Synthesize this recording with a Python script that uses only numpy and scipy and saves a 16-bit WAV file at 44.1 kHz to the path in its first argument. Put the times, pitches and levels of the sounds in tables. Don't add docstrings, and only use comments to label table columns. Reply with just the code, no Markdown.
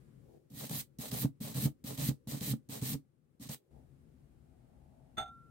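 import sys
import numpy as np
from scipy import signal
from scipy.fft import rfft, irfft
from scipy.io import wavfile
from scipy.ndimage import uniform_filter1d

SR = 44100
rng = np.random.default_rng(int(sys.argv[2]) if len(sys.argv) > 2 else 0)


def to_wav(sig):
    pcm = np.clip(np.atleast_2d(sig), -1, 1) * 32767
    pcm = np.round(pcm).astype(np.int16)
    wavfile.write(sys.argv[1], SR, pcm.T)


N = 242550


def undb(db):
    return 10 ** (np.asarray(db, float) / 20)


def level(x, db):
    return x * undb(db) / np.sqrt(np.mean(x ** 2))


def pan(x, db):
    return x * undb(np.array([[db], [-db]]) / 2)


def noise(channels=2):
    return rng.standard_normal((channels, N))


def colour(x, points):
    hz, db = np.transpose(points)
    f = np.maximum(np.arange(N // 2 + 1) * SR / N, 1)
    gain = undb(np.interp(np.log(f), np.log(hz), db))
    return irfft(rfft(x) * gain, N)


def body(x, modes):
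    out = 0
    for hz, width, db in modes:
        r = np.exp(-np.pi * width / SR)
        w = 2 * np.pi * hz / SR
        ring = signal.lfilter([0, r * np.sin(w)], [1, -2 * r * np.cos(w), r * r], x)
        out = out + undb(db) * 2 * (1 - r) * ring
    return out


def blows(start_s, db, contact_s):
    x = np.zeros(N)
    x[(np.asarray(start_s) * SR).astype(int)] = undb(db)
    n = int(contact_s * SR) + 2
    half_sine = np.sin(np.pi * np.arange(1, n) / n)
    return np.convolve(x, half_sine)[:N]


def walk(rate_hz):
    k = int(SR / rate_hz)
    held = np.repeat(rng.standard_normal(N // k + 1), k)
    return 1.3 * uniform_filter1d(uniform_filter1d(held, k), k)[:N]


def room(x, t60_s, wet_db):
    t = np.arange(int(t60_s * SR)) / SR
    echo = rng.standard_normal((2, len(t))) * 1000. ** (-t / t60_s)
    echo = undb(wet_db) * echo / np.sqrt(np.sum(echo ** 2, axis=1, keepdims=True))
    wet = signal.fftconvolve(np.broadcast_to(x, (2, N)), echo, axes=1)[:, :N]
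    return (x + wet) / np.sqrt(1 + undb(2 * wet_db))


# start_s [s], rumble_db, low_murmur_db, high_murmur_db, hiss_db [dB]
HUM_STEPS = [(0, -62.5, -75.5, -90, -83.5), (.383, -70.5, -79, -95, -90.5),
             (3.36, -79.5, -80.5, -91.5, -93), (3.708, -64, -78, -84.5, -85)]
DEEP_DB = [0, -4.5, -4.5, 4]
# peak_s, rise_s, fall_s [s], rumble_db, low_murmur_db, high_murmur_db, hiss_db [dB]
HUM_SWELLS = [(0, .1, 0.11, -1.5, 0, 4, 3), (.33, 0.086, 0.096, -4, 8, 16.5, -3),
              (3.2, 0.27, 0.17, -2, -8.5, 0, -2.5), (3.77, 0.054, 0.076, 2, 4, 13, 0.5),
              (5.049, 0.54, 0.1, -1, -4.5, 11, 0.5)]


def hum_levels():
    t = np.arange(N) / SR
    steps = np.column_stack([HUM_STEPS, DEEP_DB])
    in_force = np.maximum(np.searchsorted(steps[:, 0], t, "right") - 1, 0)
    db = steps[in_force, 1:].T
    for peak_s, rise_s, fall_s, *swell_db in HUM_SWELLS:
        bell = np.exp(-((t - peak_s) / np.where(t < peak_s, rise_s, fall_s)) ** 2)
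        db = db + np.outer(swell_db + [0], bell)
    return uniform_filter1d(db, size=300, axis=1)


# frequency_hz [Hz], density_db [dB per Hz]; the murmur has a low and a high band
RUMBLE = [(15, -52), (25, -25), (64, -2), (102, -8), (139, 3.5), (178, -9), (263, -6.5), (299, -19),
          (340, -14), (400, -24.5), (520, -48), (880, -120)]
MURMUR = [
    [(240, -29.5), (320, 9), (550, 3), (720, -28.5)],
    [(480, -7), (650, 0), (860, -3.5), (960, -13.5), (1300, -43.5)],
]
HISS = [(590, -34.5), (1000, -3.5), (1160, -2.5), (3750, -14), (5970, -17.5), (9170, -13), (15100, -21),
        (16000, -26.5)]
RUMBLE_PAN_DB, RUMBLE_ALIKE = 9, 0.75


def hum():
    rumble_db, *murmur_db, hiss_db, deep_db = hum_levels()
    mid, side = noise()
    opposite = np.array([[1], [-1]])
    rumble = np.sqrt(1 + RUMBLE_ALIKE) * mid + np.sqrt(1 - RUMBLE_ALIKE) * side * opposite
    rumble = level(colour(rumble, RUMBLE), 0.98)
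    deep = colour(rumble, [(80, 0), (105, -40)])
    rumble = rumble + deep * (undb(deep_db) - 1)
    out = pan(rumble, RUMBLE_PAN_DB) * undb(rumble_db + 0.33 * walk(0.67))
    for band, db in zip(MURMUR, murmur_db):
        murmur = level(colour(noise(), band), 3.8)
        out = out + pan(murmur, 3.2) * undb(db + 0.64 * walk(4.7))
    hiss = level(colour(noise(), HISS), 2.5)
    return out + pan(hiss, 1.2) * undb(hiss_db)


# [dB, relative]
BUMPS = [(5.1695, 0), (5.178, 6.5), (5.196, 0.5), (5.209, -7.5), (5.221, -8.5), (5.244, -28),
         (5.255, -18.5), (5.276, -19)]
BUMP_RISE_S, BUMP_FALL_S = 0.0046, 0.0087


def neck_force():
    start_s, db = np.transpose(BUMPS)
    since = np.maximum(np.arange(N) / SR - start_s[:, None], 0)
    bite = 1 - np.exp(-since / BUMP_RISE_S)
    release = np.exp(-since / BUMP_FALL_S)
    return undb(db) @ (bite * release)


# share [0-1 of the stroke], scratch_db, rumble_db, low_db, bright_db [dB]
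PUSH = [(0, -8.5, 3, -19, -5.5), (0.221, 0, -3.5, -6, 3), (.5, -3, 0, 1.5, -2.5),
        (0.799, -6.5, -5.5, -11.5, -4), (.93, -14.5, -12, -12, -14), (1, 7, -11, -13, 4.5)]
PULL = [(0, -11, -5.5, -3, -12.5), (.1, -2, 0, -1.5, -6.5), (.45, 0.5, -3.5, -4, -0.5),
        (.7, 0, 0, -19, 1.5), (.84, 0, -2.5, -8, -5.5), (1, -31.5, -1, -18, -31)]
# start_s [s], scratch_db, rumble_db, low_db, bright_db [dB], fade_in_s [s]
PUSHES = [(0.499, -50, -49, -50, -50, 0.074), (0.987, -50.5, -47.5, -50.5, -51, 0.00071),
          (1.403, -51, -43, -49.5, -51.5, 0.0015), (1.839, -51.5, -45.5, -51, -51.5, 0.0011),
          (2.272, -50.5, -43.5, -51, -52, 0.0011), (2.687, -51.5, -46.5, -49.5, -52.5, 0.008),
          (3.395, -55, -51, -62, -58.5, 0.014)]
# [dB, on rumble and low scratch]
PULLS = [(0.698, 0.832, -48.5, -38.5, -48, -42.5, -11.5, -11),
         (1.118, 1.261, -48, -39.5, -46.5, -41, -5.5, 16), (1.548, 1.683, -47, -36, -48.5, -41, 0, 11.5),
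         (1.98, 2.116, -47, -38, -49.5, -43, 3, 16.5), (2.411, 2.544, -47.5, -39, -53, -43, 2, 2),
         (2.819, 2.959, -47.5, -37.5, -53.5, -43, -4, 9.5), (3.492, 3.557, -52, -45, -51.5, -49, -16.5, 5)]
# scratch, rumble, low, bright [dB]
FADE_IN_DB = [-21, -13, -14.5, -20]
SHAKE_FROM, SHAKE_FULL = 0.71, 0.94
SCRATCH_LAYER, RUMBLE_LAYER, LOW_LAYER, BRIGHT_LAYER = range(4)


def stroke_gain(layer):
    t, gain = np.arange(N) / SR, np.zeros(N)
    push_share, *push_db = np.transpose(PUSH)
    pull_share, *pull_db = np.transpose(PULL)
    for (land, *out_db, fade_s), (turn, end, *back_db, change_db, shake_db) in zip(PUSHES, PULLS):
        share = (t - land - fade_s) / (turn - land - fade_s)
        db = out_db[layer] + np.interp(share, push_share, push_db[layer])
        db += FADE_IN_DB[layer] * np.clip(1 - (t - land) / fade_s, 0, 1)
        gain += undb(db) * (t >= land) * (t < turn)

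        share = np.clip((t - turn) / (end - turn), 0, 1)
        db = back_db[layer] + np.interp(share, pull_share, pull_db[layer])
        if layer == RUMBLE_LAYER:
            db += change_db * share
        if layer in (RUMBLE_LAYER, LOW_LAYER):
            db += np.interp(share, [SHAKE_FROM, SHAKE_FULL], [0, shake_db])
        gain += undb(db) * (t >= turn) * (t < end)
    return uniform_filter1d(gain, size=60)


# [dB, tick relative to the thump force]
KNOCKS = [(0.503, -51, -8), (0.514, -50.5, -40), (0.722, -60.5, -19), (0.986, -31.5, -14),
          (1.244, -15.5, -38), (1.408, -35, -22), (1.653, -18.5, -24), (1.841, -31, -19),
          (1.982, -30.5, -21), (2.085, -17, -15), (2.276, -40, -26.5), (2.41, -28, -20),
          (2.525, -27.5, -13), (2.689, -44.5, -4.5), (2.823, -28.5, -10), (2.94, -32, -9.5),
          (3.398, -39.5, -18.5), (3.493, -30.5, -8)]
# frequency_hz [Hz], width_hz [Hz], gain_db [dB]
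TABLE = [(65.5, 22, -15.5), (138, 51, 0), (154, 38, -5.5), (219.3, 36.4, -3.5), (266.7, 31, -11),
         (428, 42, -10), (635, 110, -36.5)]
TABLE_PAN_DB = [4, 0.5, -0.5, 4.5, -12, 0, -6.5]
# frequency_hz [Hz], gain_db [dB]
TABLE_REACH = [(20, -32.5), (45, -21.5), (64, -4), (85, -9.5), (125, 3), (300, 6), (345, -2), (500, -4.5),
               (2000, 0)]
THUMP_LAG_S = 0.004
BUMP_THUMP_DB = -51
ROOM_LOW_T60_S, ROOM_LOW_DB = 0.17, -8


def table_top():
    jolts = (rng.random(N) < 900 / SR) * rng.standard_normal(N)
    jolts = jolts / np.std(body(jolts, TABLE))
    start_s, knock_db, tick_db = np.transpose(KNOCKS)
    rows = np.minimum(stroke_gain(RUMBLE_LAYER), undb(-35.5))
    force = jolts * (rows + undb(BUMP_THUMP_DB) * neck_force())
    force = force - undb(5.0) * blows(start_s + THUMP_LAG_S, knock_db, contact_s=0.0015)
    force = force + blows([BUMPS[0][0]], -41, contact_s=0.008)
    top = sum(pan(body(force, [mode]), pan_db) for mode, pan_db in zip(TABLE, TABLE_PAN_DB))

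    slap = level(colour(noise(), [(1000, -28.0), (4000, 1), (8500, 1.0), (16000, -5)]), -3.0)
    tick = blows(start_s, knock_db + tick_db, contact_s=0.0025) * slap
    return room(colour(top, TABLE_REACH) + tick, ROOM_LOW_T60_S, ROOM_LOW_DB)


GLASS_HZ = [641, 722, 779, 853, 1333, 1363, 1483, 2094, 2767, 3537, 3544, 3648, 4140, 6272, 6425, 8175,
            8350, 11840]
# level_db [dB, relative], t60_s [s], left_minus_right_db [dB]
GLASS = [(-2.5, 0.047, 0), (-7, 0.15, -12.5), (-2.5, 0.13, 3), (-3.5, 0.024, -13), (5, 0.025, 1),
         (-3.5, 0.73, -1), (-14, 0.059, -15), (-14, 0.034, 10), (-29, 0.023, 2.5), (2.5, 0.026, -12.5),
         (-39, 0.35, 1), (-20.5, 0.22, 0), (-15, 0.017, -0.5), (-20, 0.034, 5.5), (-8.5, 0.0095, -6.5),
         (-12.5, 0.016, 1), (-24, 0.029, -3), (-35, .05, 0)]
# frequency_hz [Hz], density_db [dB per Hz]
GRIT = [(200, 5), (500, -2.5), (900, -5), (2000, -3), (3000, -9), (4500, -17.5), (5200, -34), (6300, -16),
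        (7200, -31), (8300, -15), (10500, -36), (12000, -19.5), (16000, -35.5)]
GLASS_DB, GRIT_DB = -36, -40.5
ROOM_T60_S = 0.11


def beaker():
    force, first = neck_force(), int(BUMPS[0][0] * SR)
    t = np.arange(first, N) / SR
    out = force * level(colour(noise(), GRIT), GRIT_DB)
    for hz, (mode_db, t60_s, pan_db) in zip(GLASS_HZ, GLASS):
        grip = force * undb(2.5 * walk(200)) * np.exp(.6j * walk(150))
        fade = 1000. ** (-1 / (t60_s * SR))
        swing = signal.lfilter([np.sqrt(1 - fade) / 20], [1, -fade], grip[first:])
        late = rng.random() * np.array([[0.], [.25]])
        ring = (swing * np.exp(2j * np.pi * (hz * t - late))).imag
        out[:, first:] += pan(undb(GLASS_DB + mode_db) * ring, pan_db)
    return room(out, ROOM_T60_S, wet_db=-11)


def snaps(per_s, spread_db):
    hit = rng.random((2, N)) < per_s / SR
    hardness = np.minimum(rng.exponential(size=(2, N)), 4)
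    return hit * noise() * undb(spread_db * hardness)


# frequency_hz [Hz], density_db [dB per Hz]
SCRATCH = [(710, -17), (1200, -8.5), (1340, -14.5), (1670, -10), (1940, -4), (2630, -7), (3780, -1),
           (5630, -5), (7360, -4.5), (8460, 1), (9320, -3), (13600, 2.5), (15600, 0.5)]
# frequency_hz [Hz], width_hz [Hz], gain_db [dB over the snaps]
TUBE = [(1980, 250, -14.5), (4150, 240, -12), (8480, 280, -13)]
SNAPS_PER_S, SNAP_SPREAD_DB = 12000, 2.26
SCRATCH_PAN_DB, BRIGHT_PAN_DB = -1.5, -1.5
ROOM_DB = -6


def brush():
    tips = snaps(SNAPS_PER_S, SNAP_SPREAD_DB) * undb(1.1 * walk(90))
    tips = colour(tips + body(tips, TUBE), SCRATCH)
    treble = colour(tips, [(8500, -40), (9500, 0)])
    scratch = pan(level(tips - treble, 3.33), SCRATCH_PAN_DB)
    bright = pan(level(treble, 4.27), BRIGHT_PAN_DB)
    low = colour(snaps(4000, 4.5), [(300, -32.5), (420, -0.5), (800, -9.0), (1300, -16.5), (1800, -23.5)])
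    out = scratch * stroke_gain(SCRATCH_LAYER)
    out = out + bright * stroke_gain(BRIGHT_LAYER)
    out = out + level(low, 1.2) * stroke_gain(LOW_LAYER)
    return room(out, ROOM_T60_S, ROOM_DB)


def scene():
    return hum() + table_top() + beaker() + brush()


TOP_HZ = 15850


def record(dry):
    low_pass = signal.ellip(10, .2, 70, TOP_HZ, fs=SR, output="sos")
    return signal.sosfilt(low_pass, dry)


dry = scene()
out = record(dry)
to_wav(out)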